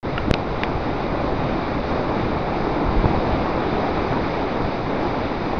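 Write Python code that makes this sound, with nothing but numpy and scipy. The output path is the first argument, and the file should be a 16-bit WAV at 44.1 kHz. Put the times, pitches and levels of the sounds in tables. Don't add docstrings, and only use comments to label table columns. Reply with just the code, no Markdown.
import sys
import numpy as np
from scipy import signal
from scipy.fft import rfft, irfft, next_fast_len
from scipy.io import wavfile

SR = 44100
rng = np.random.default_rng(int(sys.argv[2]) if len(sys.argv) > 2 else 0)


def generate_wav(signal):
    frames = np.transpose(np.atleast_2d(signal))
    scaled = np.clip(frames, -1, 1) * 32767
    pcm = np.round(scaled).astype(np.int16)
    wavfile.write(sys.argv[1], SR, pcm)


def volts(x):
    e = np.asarray(x, float) / 20
    return 10 ** e


N = 246736

# (time [s], roar level [dB], spray hiss level [dB])
SEA_LEVELS = [
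    (0.4, -26, -39),
    (0.78, -25, -38),
    (2.24, -23, -37),
    (2.84, -23, -37),
    (3.13, -22, -36),
    (4.03, -23, -36),
    (5.21, -25, -37),
    (5.59, -25, -37),
]
# (time [s], level [dB])
BREEZE = [
    (0.4, -30),
    (1.4, -31),
    (2.0, -31.5),
    (2.8, -31),
    (2.96, -26),
    (3.08, -25),
    (3.5, -31),
    (4.2, -32),
    (5.5, -32.5),
]
# (frequency [Hz], density [dB per Hz])
ROAR_SPECTRUM = [(80, -25), (140, -7), (190, -3), (242, -2), (314, 0), (476, -4), (825, -5), (1300, -13),
                 (1800, -27), (2600, -60)]
# (frequency [Hz], density [dB per Hz])
SPRAY_SPECTRUM = [(760, -30), (1300, -6), (1600, -7), (1850, -7), (2360, -6), (2670, -13), (3130, -18),
                  (3770, -12), (4170, -18), (4900, -18.5), (5550, -30), (6000, -30.5), (6400, -38),
                  (7200, -55), (8200, -90)]
# (frequency [Hz], density [dB per Hz])
RUMBLE_SPECTRUM = [(5, -20), (9, 0), (18, 2), (30, 0), (70, 0), (140, -1), (200, -7), (400, -28),
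                   (800, -60)]
# (time [s], level above it [dB])
GUSTS_ON_BREEZE = [(.76, 3), (1.17, 2), (1.35, 4), (1.77, 3), (2.1, 7), (2.26, 5), (2.36, 2), (2.63, 4),
                   (2.71, 3), (2.875, 7), (3.17, 4), (3.33, 6), (3.57, 5), (3.74, 4), (3.99, 5), (4.13, 8),
                   (4.24, 6), (4.4, 5), (4.65, 7), (4.85, 3), (5.49, 4), (5.59, 9)]
# (time [s], peak level [dB], swing [Hz], t60 [s], direction [+1 or -1])
EDDY_SLAPS = [(.2808, -9, 290, .03, -1), (.3376, -2, 210, .011, 1), (.76, -13, 40, .05, -1),
              (2.86, -15, 70, .06, 1), (2.885, -10, 60, .05, 1), (2.968, -6, 36, .13, 1),
              (3.0408, -3, 170, .018, 1), (3.0438, -8, 430, .014, -1), (3.0512, -12, 90, .02, 1),
              (3.0568, 4, 115, .017, -1), (3.09, -12, 70, .04, -1), (3.144, -6, 32, .04, -1),
              (3.168, -12, 18, .12, 1), (3.1752, 3, 200, .007, 1), (3.322, -10, 50, .06, -1)]
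# (time [s], peak level [dB], frequency [Hz], t60 [s], direction [+1 or -1])
CASE_MODES = [(.1789, -4, 1420, .0025, 1), (.1804, -18, 1415, .022, 1), (.1792, -19, 2300, .002, -1),
              (.1804, -19, 2780, .01, 1), (.3395, 3, 2750, .0009, -1), (.3396, -15, 4900, .003, -1),
              (.34, -20, 5800, .003, -1), (.3401, -15, 1420, .005, -1), (.34, -16, 3600, .003, -1),
              (.3406, -17, 2650, .011, 1), (.3425, -26, 3700, .008, 1), (.6344, -10, 950, .007, 1),
              (.63405, -9, 1700, .004, -1), (.63475, -7, 2300, .0035, -1), (.6355, -18, 3500, .004, 1),
              (.637, -23, 2350, .018, 1), (.6192, -15, 1100, .005, 1), (.6195, -30, 3700, .004, 1),
              (.6443, -32, 3400, .006, 1), (5.5328, -15, 760, .014, 1), (3.056, -4, 720, .007, 1)]
# (time [s], peak level [dB], t60 [s])
BRITTLE_CRACKS = [
    (.3394, -11, .006),
    (.3425, -31, .006),
    (.6346, -17, .008),
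    (.6435, -29, .015),
]
# (time [s], peak level [dB], fall [s], after-pull level [dB], after-pull fall [s])
MEMBRANE_KNOCK = (.31166, 20, .00028, -5.5, .002)

GUST_RISE_S, GUST_FALL_S = .06, .05
GUST_CAP_DB = -25
CASE_CUT_HZ, CLICK_CUT_HZ = 5200, 6300
CAPSULE_TOP, CONVERTER_TOP = 1.05, .96
START_S, FADE_S, OFFSET = .0284, .025, -.0134
TOP_CUT_HZ, HISS_DB = 8100, -97


def in_time(rows):
    s, *columns = np.transpose(rows)
    return [np.interp(np.arange(N) / SR, s, c) for c in columns]


def rms_one(x):
    return x / np.sqrt(np.mean(x ** 2) + 1e-20)


def drift(rate):
    pole = np.exp(-80 * np.pi * rate / SR)
    white = rng.standard_normal(N // 40 + 2002)
    slow = signal.lfilter([1], [1, -2 * pole, pole * pole], white)[2000:]
    return np.interp(np.arange(N) / 40, np.arange(len(slow)), rms_one(slow))


def colour(x, spectrum):
    size = next_fast_len(N)
    hz, level_db = np.transpose(spectrum)
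    bins_hz = np.arange(size // 2 + 1) * SR / size
    shape_db = np.interp(np.log(bins_hz + 1), np.log(hz), level_db)
    return rms_one(irfft(rfft(x, size) * volts(shape_db), size)[:N])


def churn(white, low_hz, count, shared_db, own_db, own_rate):
    out, together = 0, drift(6)
    for k in range(count):
        band_hz = low_hz * 2 ** (np.array([k, k + 1]) / 2)
        band_filter = signal.butter(2, band_hz, "band", fs=SR, output="sos")
        part = signal.sosfilt(band_filter, white[k % 2])
        out = out + part * volts(shared_db * together + own_db * drift(own_rate))
    return out


def splashes(per_s, spread_db):
    uneven = np.minimum(rng.exponential(1, (2, N)), 4)
    sizes = volts(spread_db * uneven) * rng.standard_normal((2, N))
    return sizes * (rng.random((2, N)) < per_s / SR)


def surf():
    roar_db, hiss_db = in_time(SEA_LEVELS)
    grains = splashes(9000, 1.5)
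    roar = churn(grains, 80, count=10, shared_db=.6, own_db=.8, own_rate=8)
    foam = rng.standard_normal((2, N))
    hiss = churn(foam, 700, count=8, shared_db=.5, own_db=.6, own_rate=10)
    return volts(roar_db + .4) * colour(roar, ROAR_SPECTRUM) + volts(hiss_db + .7) * colour(hiss, SPRAY_SPECTRUM)


def gusting():
    t = np.arange(N) / SR
    swells = [db * np.interp(t - s, [-GUST_RISE_S, 0, GUST_FALL_S], [0, 1, 0]) for s, db in GUSTS_ON_BREEZE]
    return np.minimum(in_time(BREEZE)[0] + np.max(swells, axis=0), GUST_CAP_DB)


def ring(s, peak_db, hz, t60, way):
    out, t = np.zeros(N), np.arange(int(1.5 * t60 * SR)) / SR
    decay = volts(peak_db - 60 * t / t60)
    contact = 1 - np.exp(-3 * hz * t)
    swing = decay * np.sin(2 * np.pi * hz * t) * contact
    start = int(s * SR)
    out[start:start + len(t)] = np.sign(way) * swing[:N - start]
    return out


def wind():
    turbulence = rng.standard_normal((2, N))
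    lumps = churn(turbulence, 8, count=11, shared_db=1.1, own_db=1.2, own_rate=7)
    slaps = sum(ring(s, db + 4, hz, t60, way) for s, db, hz, t60, way in EDDY_SLAPS)
    return volts(gusting() + .8) * colour(lumps, RUMBLE_SPECTRUM) + slaps


def crack(s, peak_db, t60):
    t = np.clip(np.arange(N) / SR - s, 0, 3 * t60)
    high_pass = signal.butter(2, 2500, "high", fs=SR, output="sos")
    bright = signal.sosfilt(high_pass, rng.standard_normal(N))
    return (t > 0) * volts(peak_db - 60 * t / t60) * bright


def membrane_knock():
    s, peak_db, fall, pull_db, creep = MEMBRANE_KNOCK
    t = np.arange(N) / SR - s
    after = np.clip(t, 0, 1)
    return (t > 0) * (volts(peak_db) * np.exp(-after / fall) + volts(pull_db) * np.exp(-after / creep))


def case():
    blows = sum(ring(s, db + 5, hz, t60, way) for s, db, hz, t60, way in CASE_MODES)
    blows += sum(crack(s, db, t60) for s, db, t60 in BRITTLE_CRACKS)
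    click_cut = signal.butter(8, CLICK_CUT_HZ, fs=SR, output="sos")
    blows = signal.sosfilt(click_cut, blows) - membrane_knock()
    case_cut = signal.butter(4, CASE_CUT_HZ, fs=SR, output="sos")
    return signal.sosfilt(case_cut, blows)


def duck(x, threshold_db, release_db_s, depth):
    ramp = release_db_s * np.arange(N) / SR
    over = np.maximum(20 * np.log10(np.abs(x) + 1e-9) - threshold_db, 0)
    held = np.maximum.accumulate(over + ramp) - ramp
    return volts(-depth * signal.lfilter([.05], [1, -.95], held))


def scene():
    blows = case()
    background = surf() + wind()
    ducked = background * duck(blows, threshold_db=-4, release_db_s=750, depth=.55)
    return (ducked + blows)[None]


def band_limit(x):
    return signal.sosfilt(signal.butter(12, 16000, fs=SR, output="sos"), x)


def record(dry):
    capsule = np.clip(dry, -CAPSULE_TOP, CAPSULE_TOP)
    top_cut = signal.cheby2(12, 70, TOP_CUT_HZ, fs=SR, output="sos")
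    dull = signal.sosfilt(top_cut, capsule)
    t = np.arange(N) / SR - START_S
    fade = np.clip(.2 + .8 * t / FADE_S, 0, 1)
    opened = (t > 0) * (fade * dull + OFFSET)
    clipped = np.clip(opened, -CONVERTER_TOP, CONVERTER_TOP)
    rounding = signal.butter(2, 12500, fs=SR, output="sos")
    finished = signal.sosfilt(rounding, clipped) + volts(HISS_DB) * rng.standard_normal(N)
    return band_limit(finished)


dry = scene()
out = record(dry)
generate_wav(out)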